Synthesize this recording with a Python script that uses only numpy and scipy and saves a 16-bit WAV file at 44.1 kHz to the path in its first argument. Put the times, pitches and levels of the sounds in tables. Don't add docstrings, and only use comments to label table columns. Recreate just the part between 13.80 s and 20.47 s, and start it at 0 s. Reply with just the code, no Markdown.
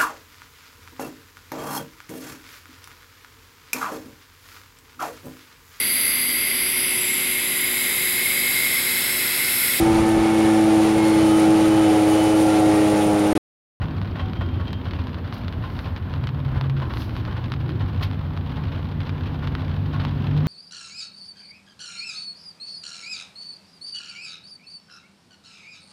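import sys
import numpy as np
from scipy import signal
from scipy.fft import rfft, irfft, next_fast_len
from scipy.io import wavfile
from scipy.ndimage import uniform_filter1d, map_coordinates

SR = 44100
rng = np.random.default_rng(int(sys.argv[2]) if len(sys.argv) > 2 else 0)


def dump_mix(stems):
    frames = np.atleast_2d(stems).T
    limited = np.clip(frames, -1, 1)
    pcm = np.round(limited * 32767).astype(np.int16)
    wavfile.write(sys.argv[1], SR, pcm)


N = 294147

# f/Hz, relative level/dB
ROOF_EQ = [(250, -14.5), (480, 3), (650, 0.5), (850, 1.5), (1030, 3), (1250, -1.5), (1450, -1.5),
           (1900, -8), (2600, -17.5), (5000, -42)]
# f/Hz, relative level/dB
SPRAY_EQ = [(700, -16), (1500, 2), (2200, 2), (3100, 4.5), (4000, -0.5), (4800, -7), (5600, -15.5),
            (6500, -24), (7800, -46.5), (11000, -44.5), (16000, -55.5)]
# f/Hz, gain/dB
GLASS_EQ = [(100, -26.5), (600, -6), (1200, -6), (2200, -3.5), (4000, -2), (5000, -6.5), (6300, -21),
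            (7800, -45.5), (9500, -15.5), (12000, -26.5), (16000, -21.5)]


def amp(db):
    return 10 ** (np.asarray(db) / 20)


def unit(x):
    return x / np.sqrt(np.mean(x ** 2) + 1e-20)


def curves(rows):
    s, *cols = np.transpose(rows)
    return [np.interp(np.arange(N) / SR, s, c) for c in cols]


def swell(rows):
    t = np.arange(N) / SR
    return sum(amp(db - 20 * np.maximum((s - t) / rise, (t - s) / fall)) for s, db, rise, fall in rows)


def hump(s, half_s):
    return np.exp(-((np.arange(N) / SR - s) / half_s) ** 2)


def wobble(rate):
    return map_coordinates(rng.standard_normal(int(N * rate / SR) + 4), [np.arange(N) * rate / SR])


def coloured(x, points):
    size = 2 * next_fast_len(N // 2 + 8192)
    hz, db = np.transpose(points)
    gain = amp(np.interp(np.log(np.fft.rfftfreq(size, 1 / SR) + 1), np.log(hz), db))
    cepstrum = irfft(np.log(gain))
    cepstrum[1:size // 2] *= 2
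    cepstrum[size // 2 + 1:] = 0
    return irfft(rfft(x, size) * np.exp(rfft(cepstrum)))[:N]


def noise(points):
    return unit(coloured(rng.standard_normal(N), points))


def even(x, seconds):
    size = max(int(seconds * SR), 1)
    return x / np.sqrt(np.abs(uniform_filter1d(uniform_filter1d(x * x, size), size)) + 1e-12)


def cycle(hz):
    return 2 * np.pi * np.cumsum(hz) / SR + rng.uniform(0, 2 * np.pi)


def add(track, s, sound):
    part = track[max(round(s * SR), 0):][:len(sound)]
    part += sound[:len(part)]


def shower(rate, spread_db):
    chance, size = rng.random(N), rng.standard_normal(N)
    return (chance < rate / SR) * amp(spread_db * np.clip(size, -2, 2))


def splash(impacts, t60):
    t = np.arange(SR // 4) / SR
    power = signal.fftconvolve(impacts ** 2, amp(-60 * t / t60) ** 2)[:N]
    return unit(np.sqrt(np.abs(power)) * rng.standard_normal(N))


def engine():
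    # t/s, f/Hz, relative level/dB
    revs = [(0, 97.5, -27.5), (.65, 95.5, -31.5), (1, 87.5, -33), (2.25, 88.4, -43.5), (2.4, 122.2, -33),
            (2.62, 130.5, -31), (2.72, 133, -24), (2.99, 137, -22), (3.12, 113, -36), (3.35, 114.5, -31.5),
            (3.55, 118.8, -32.5), (3.92, 121.5, -30), (4.03, 97.9, -24.5), (4.6, 93, -36.5),
            (5.15, 92, -42), (5.6, 94.4, -30), (6.3, 94.75, -30), (6.67, 101, -24)]
    # t/s, f/Hz, relative level/dB
    drive_line = [(0, 156.7, -36.5), (2.2, 138.8, -46.5), (2.36, 141.7, -28.5), (2.65, 146.1, -28.5),
                  (3.2, 143, -46), (3.62, 140, -37.5), (3.85, 145, -26.5), (4.1, 149, -33.5),
                  (4.5, 151, -31), (4.8, 147, -33.5), (5.9, 147.5, -30), (6.1, 147.1, -27),
                  (6.41, 140.6, -26.5), (6.58, 148.9, -17.5), (6.67, 155, -21.5)]
    # peak t/s, level/dB, rise/s, fall/s
    growls = [(.66, -43, 0.59, .4), (3.1, -41.5, 0.57, .7), (3.97, -34.5, 0.27, 0.077)]
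    # f/Hz, relative level/dB
    growl_eq = [(100, -100), (240, -24.5), (285, -2), (312, 14), (335, 8), (358, 10), (400, -1.5),
                (520, -29.5), (1200, -110)]
    smooth_hz, lumpy_span_hz, growl_floor_db = 118.5, 20, -52.5
    hz, db = curves(revs)
    lumpy = np.clip((smooth_hz - hz) / lumpy_span_hz, 0, 1)
    firing = cycle(hz * (1 + (.005 + .035 * lumpy) * wobble(22)))
    note = np.sin(firing) + amp(-27) * np.sin(2 * firing) + amp(-33) * np.sin(firing / 2)
    throb = amp((1 + 1.2 * lumpy) * wobble(28))
    drone_hz, drone_db = curves(drive_line)
    shaft = cycle(drone_hz * (1 + 0.0045 * wobble(26)))
    drone = np.sin(shaft) + amp(-24) * np.sin(2 * shaft)
    growl = (amp(growl_floor_db) + swell(growls)) * even(noise(growl_eq), seconds=0.16)
    return amp(db + 2.5) * throb * note + amp(drone_db + 2 + 0.9 * wobble(30)) * drone + growl


def road():
    # t/s, relative level/dB
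    body_fader = [(0.0, -34.5), (2.88, -39), (5.89, -35.5), (6.67, -31.5)]
    # t/s, rumble lift/dB
    bumps = [(.04, 5), (.62, 6.5), (.76, 5), (1.2, 3.5), (1.65, 8), (1.8, 9), (2.32, 6.5), (2.46, 5),
             (2.76, 8.5), (4.05, 5), (4.17, 6), (4.87, 6), (5.64, 2.5)]
    # f/Hz, relative level/dB
    rumble_eq = [(20, -30.5), (32, -30.5), (42, -12.5), (50, -3.5), (64, -5.5), (82, 4), (95, 2.5),
                 (112, -1), (135, -7.5), (165, -16), (200, -14), (300, -72.5), (700, -120)]
    # f/Hz, relative level/dB
    boom_eq = [(110, -30), (170, 4), (195, -1), (225, -1), (255, 1), (290, -5), (350, -10.5), (420, -13.5),
               (520, -17.5), (800, -26.5), (3000, -110)]
    panel_hz = 256
    body_db, = curves(body_fader)
    coast_db = -4 * hump(1.62, half_s=0.25)
    bump_db = sum(db * hump(s, half_s=0.029) for s, db in bumps)
    hum = amp(body_db - 7 + 1.7 * wobble(18)) * np.sin(cycle(panel_hz * (1 + 0.01207 * wobble(12))))
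    rumble = amp(-29 + coast_db + bump_db) * even(noise(rumble_eq), seconds=0.15)
    boom = amp(body_db + 1) * even(noise(boom_eq), seconds=0.17)
    return rumble + hum + boom


def rain_wash():
    # t/s, relative roof level/dB, relative spray level/dB
    wash_faders = [(0.0, -41.5, -50), (0.63, -43, -49.5), (2.77, -41.5, -52), (2.93, -43.5, -54),
                   (3.34, -41.5, -49.5), (4.36, -43.5, -51.5), (5.63, -41.5, -49), (6.67, -41, -47)]
    patter_db, spray_db = curves(wash_faders)
    flurry_db = 1.1 * wobble(26)
    drops = shower(rate=36, spread_db=0.5)
    patter = rng.standard_normal(N) + amp(-6) * splash(drops, t60=0.062)
    spray = rng.standard_normal(N) + amp(-0.5) * splash(drops, t60=0.036)
    dull = amp(patter_db - 0.66 + flurry_db) * unit(coloured(patter, ROOF_EQ))
    bright = amp(spray_db + 0.5 + flurry_db) * unit(coloured(spray, SPRAY_EQ))
    ticks = amp(-65.5) * unit(coloured(drops, GLASS_EQ))
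    return dull + bright + ticks


def roof_splats_and_scuff():
    # t/s, relative thud and ring level/dB, relative bright noise level/dB
    hits = [(0.014, -22, -38.5), (0.354, -25.5, -41.5), (0.393, -24, -37.5), (0.608, -22, -39.5),
            (0.796, -26.5, -46), (1.05, -31, -46), (1.188, -30, -41.5), (1.44, -34, -45),
            (1.836, -26, -40.5), (2.055, -27, -39.5), (2.757, -23.5, -43.5), (2.836, -29, -47),
            (2.964, -31.5, -41), (3.017, -22.5, -40.5), (3.103, -28, -40.5), (3.374, -32, -41.5),
            (3.472, -26, -53), (3.564, -27.5, -43.5), (4.006, -25, -39.5), (4.208, -24, -42),
            (4.224, -31, -31), (4.773, -27.5, -48), (4.879, -34, -44.5), (4.917, -28, -42),
            (4.974, -30.5, -47), (5.26, -33, -40), (5.456, -33, -40.5), (5.624, -26, -44),
            (5.781, -30, -50), (6.133, -23.5, -39), (6.195, -25, -37.5), (6.653, -27.5, -40)]
    # f/Hz, relative level/dB, t60/s
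    panel_modes = [(560, 0.5, 0.092), (761, -2, 0.092), (875, -1, 0.41), (1070, 5.5, 0.29),
                   (1135, 5, 0.064), (1405, -2, 0.23), (1492, 4, 0.14), (1826, 10, 0.034)]
    attack_s, decay_t60_s = 0.002, 0.15
    ring, thud, bright = np.zeros((3, N))
    t = np.arange(SR // 5) / SR
    attack = 1 - np.exp(-t / attack_s)
    envelope = attack * amp(-60 * t / decay_t60_s)
    envelope /= envelope.max()
    hz, mode_db, t60 = np.transpose(panel_modes)[:, :, None]
    for s, db, bright_db in hits:
        strength, detune, phase = rng.standard_normal((3, len(panel_modes), 1))
        decays = amp(mode_db + 2.4 * strength - 60 * t / t60)
        modes = decays * np.sin(2 * np.pi * (hz * (1 + 0.022 * detune) * t + phase))
        add(ring, s, amp(db - 20.5) * modes.sum(axis=0) * attack)
        add(thud, s, amp(db - 11.5) * envelope)
        add(bright, s, amp(bright_db - 2.5) * envelope)
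    return ring + thud * noise(ROOF_EQ) + bright * noise(SPRAY_EQ)


def windscreen_ticks():
    # t/s, relative ring level/dB, relative crack and spatter level/dB
    ticks = [(0.215, -21, -42), (0.533, -21, -42.5), (0.879, -36, -34), (0.93, -20, -30), (1.109, -25, -35),
             (1.134, -22, -37), (1.27, -23, -44), (1.293, -28, -42), (1.344, -23.5, -38), (1.525, -19, -37),
             (1.681, -19, -34), (1.725, -25.5, -40.5), (1.99, -21.5, -36), (2.162, -26, -31.5),
             (2.338, -23, -38), (2.439, -22.5, -35.5), (2.471, -23, -31.5), (2.49, -21.5, -40),
             (2.811, -13, -35.5), (2.897, -24.5, -36), (3.0, -23.5, -48), (3.137, -19.5, -39.5),
             (3.171, -18, -34.5), (3.219, -28, -32.5), (3.294, -24.5, -44), (3.365, -18, -45),
             (3.451, -23, -38), (3.568, -26, -45), (3.641, -27, -36), (3.719, -15, -32),
             (3.738, -18.5, -36.5), (3.892, -21, -45), (4.312, -21.5, -53), (4.574, -21, -43),
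             (5.204, -23, -39), (5.293, -21, -33.5), (5.673, -19, -35), (5.751, -14.5, -37.5),
             (6.25, -14.5, -31.5), (6.575, -26, -34.5)]
    # f/Hz, gain/dB
    crack_eq = [(700, -16), (1500, -3.5), (3000, 4), (4400, 4), (5600, -11.5), (6600, -20), (7800, -46.5),
                (10000, -42.5), (15000, -37.5)]
    glass_hz, ring_t60_s, spatter_t60_s = 1110, 0.0053, .05
    ring, crack, spatter = np.zeros((3, N))
    t = np.arange(SR // 8) / SR
    for s, db, spatter_db in ticks:
        hz = glass_hz * np.exp(.1 * rng.standard_normal())
        add(ring, s + .001, amp(db + 5) * np.cos(2 * np.pi * hz * t) * amp(-60 * t / ring_t60_s))
        add(crack, s + .001, amp([spatter_db + 15]))
        add(spatter, s + 0.0011, amp(spatter_db - 3.5 - 60 * t / spatter_t60_s))
    return coloured(ring, GLASS_EQ) + coloured(crack, crack_eq) + spatter * noise(SPRAY_EQ)


def brake():
    # peak t/s, relative level/dB, rise/s, fall/s
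    grabs = [(.4, -45, 0.061, 0.092), (.6, -48, .08, .3), (.74, -64, .05, 0.07), (.875, -44, 0.01, 0.031),
             (.96, -50.5, .1, 0.14)]
    # peak t/s, level/dB, rise/s, fall/s
    moan_swell = [(.44, -39, 0.067, .25)]
    squeal_hz, moan_hz = 3180, 758
    chatter_db = 3 * wobble(50)
    squeal = swell(grabs) * amp(1.5 + chatter_db) * np.sin(cycle(squeal_hz * (1 + 0.0016 * wobble(64.3))))
    moan = swell(moan_swell) * np.sin(cycle(moan_hz * (1 + 0.0024 * wobble(30.6))))
    return squeal + moan


def rustles():
    # peak t/s, relative level/dB, rise/s, fall/s
    strokes = [(1.542, -56.5, 0.016, 0.027), (1.582, -64, 0.023, 0.045), (2, -65.5, 0.34, 0.23),
               (3.21, -54.5, 0.12, 0.1), (3.38, -67, 0.094, 0.092), (4.231, -50, .018, .035)]
    # f/Hz, relative level/dB
    brush_eq = [(1200, -2.5), (3000, 10.5), (4500, 18.5), (6000, 5.5), (7800, -12), (9500, -1.5),
                (12000, 4), (14000, 3), (16000, -3)]
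    grit = amp(-4) * splash(shower(rate=200, spread_db=4), t60=.015)
    brush = unit(coloured(rng.standard_normal(N) + grit, brush_eq))
    return amp(10.5) * swell(strokes) * brush


def scene():
    bed = engine() + road() + rain_wash()
    return (bed + windscreen_ticks() + roof_splats_and_scuff() + brake() + rustles())[None]


def record(dry):
    # f/Hz, relative level/dB
    hiss_eq = [(1000, 5.5), (6000, -6), (7800, -14.5), (9500, -12), (12000, 8.5), (16000, 3.5)]
    cutoff_hz = 15850
    size = next_fast_len(N + 8192)
    wet = dry + amp(-70.5) * noise(hiss_eq)
    passband = np.fft.rfftfreq(size, 1 / SR) < cutoff_hz
    return irfft(rfft(wet, size) * passband, size)[..., :N]


dry = scene()
out = record(dry)
dump_mix(out)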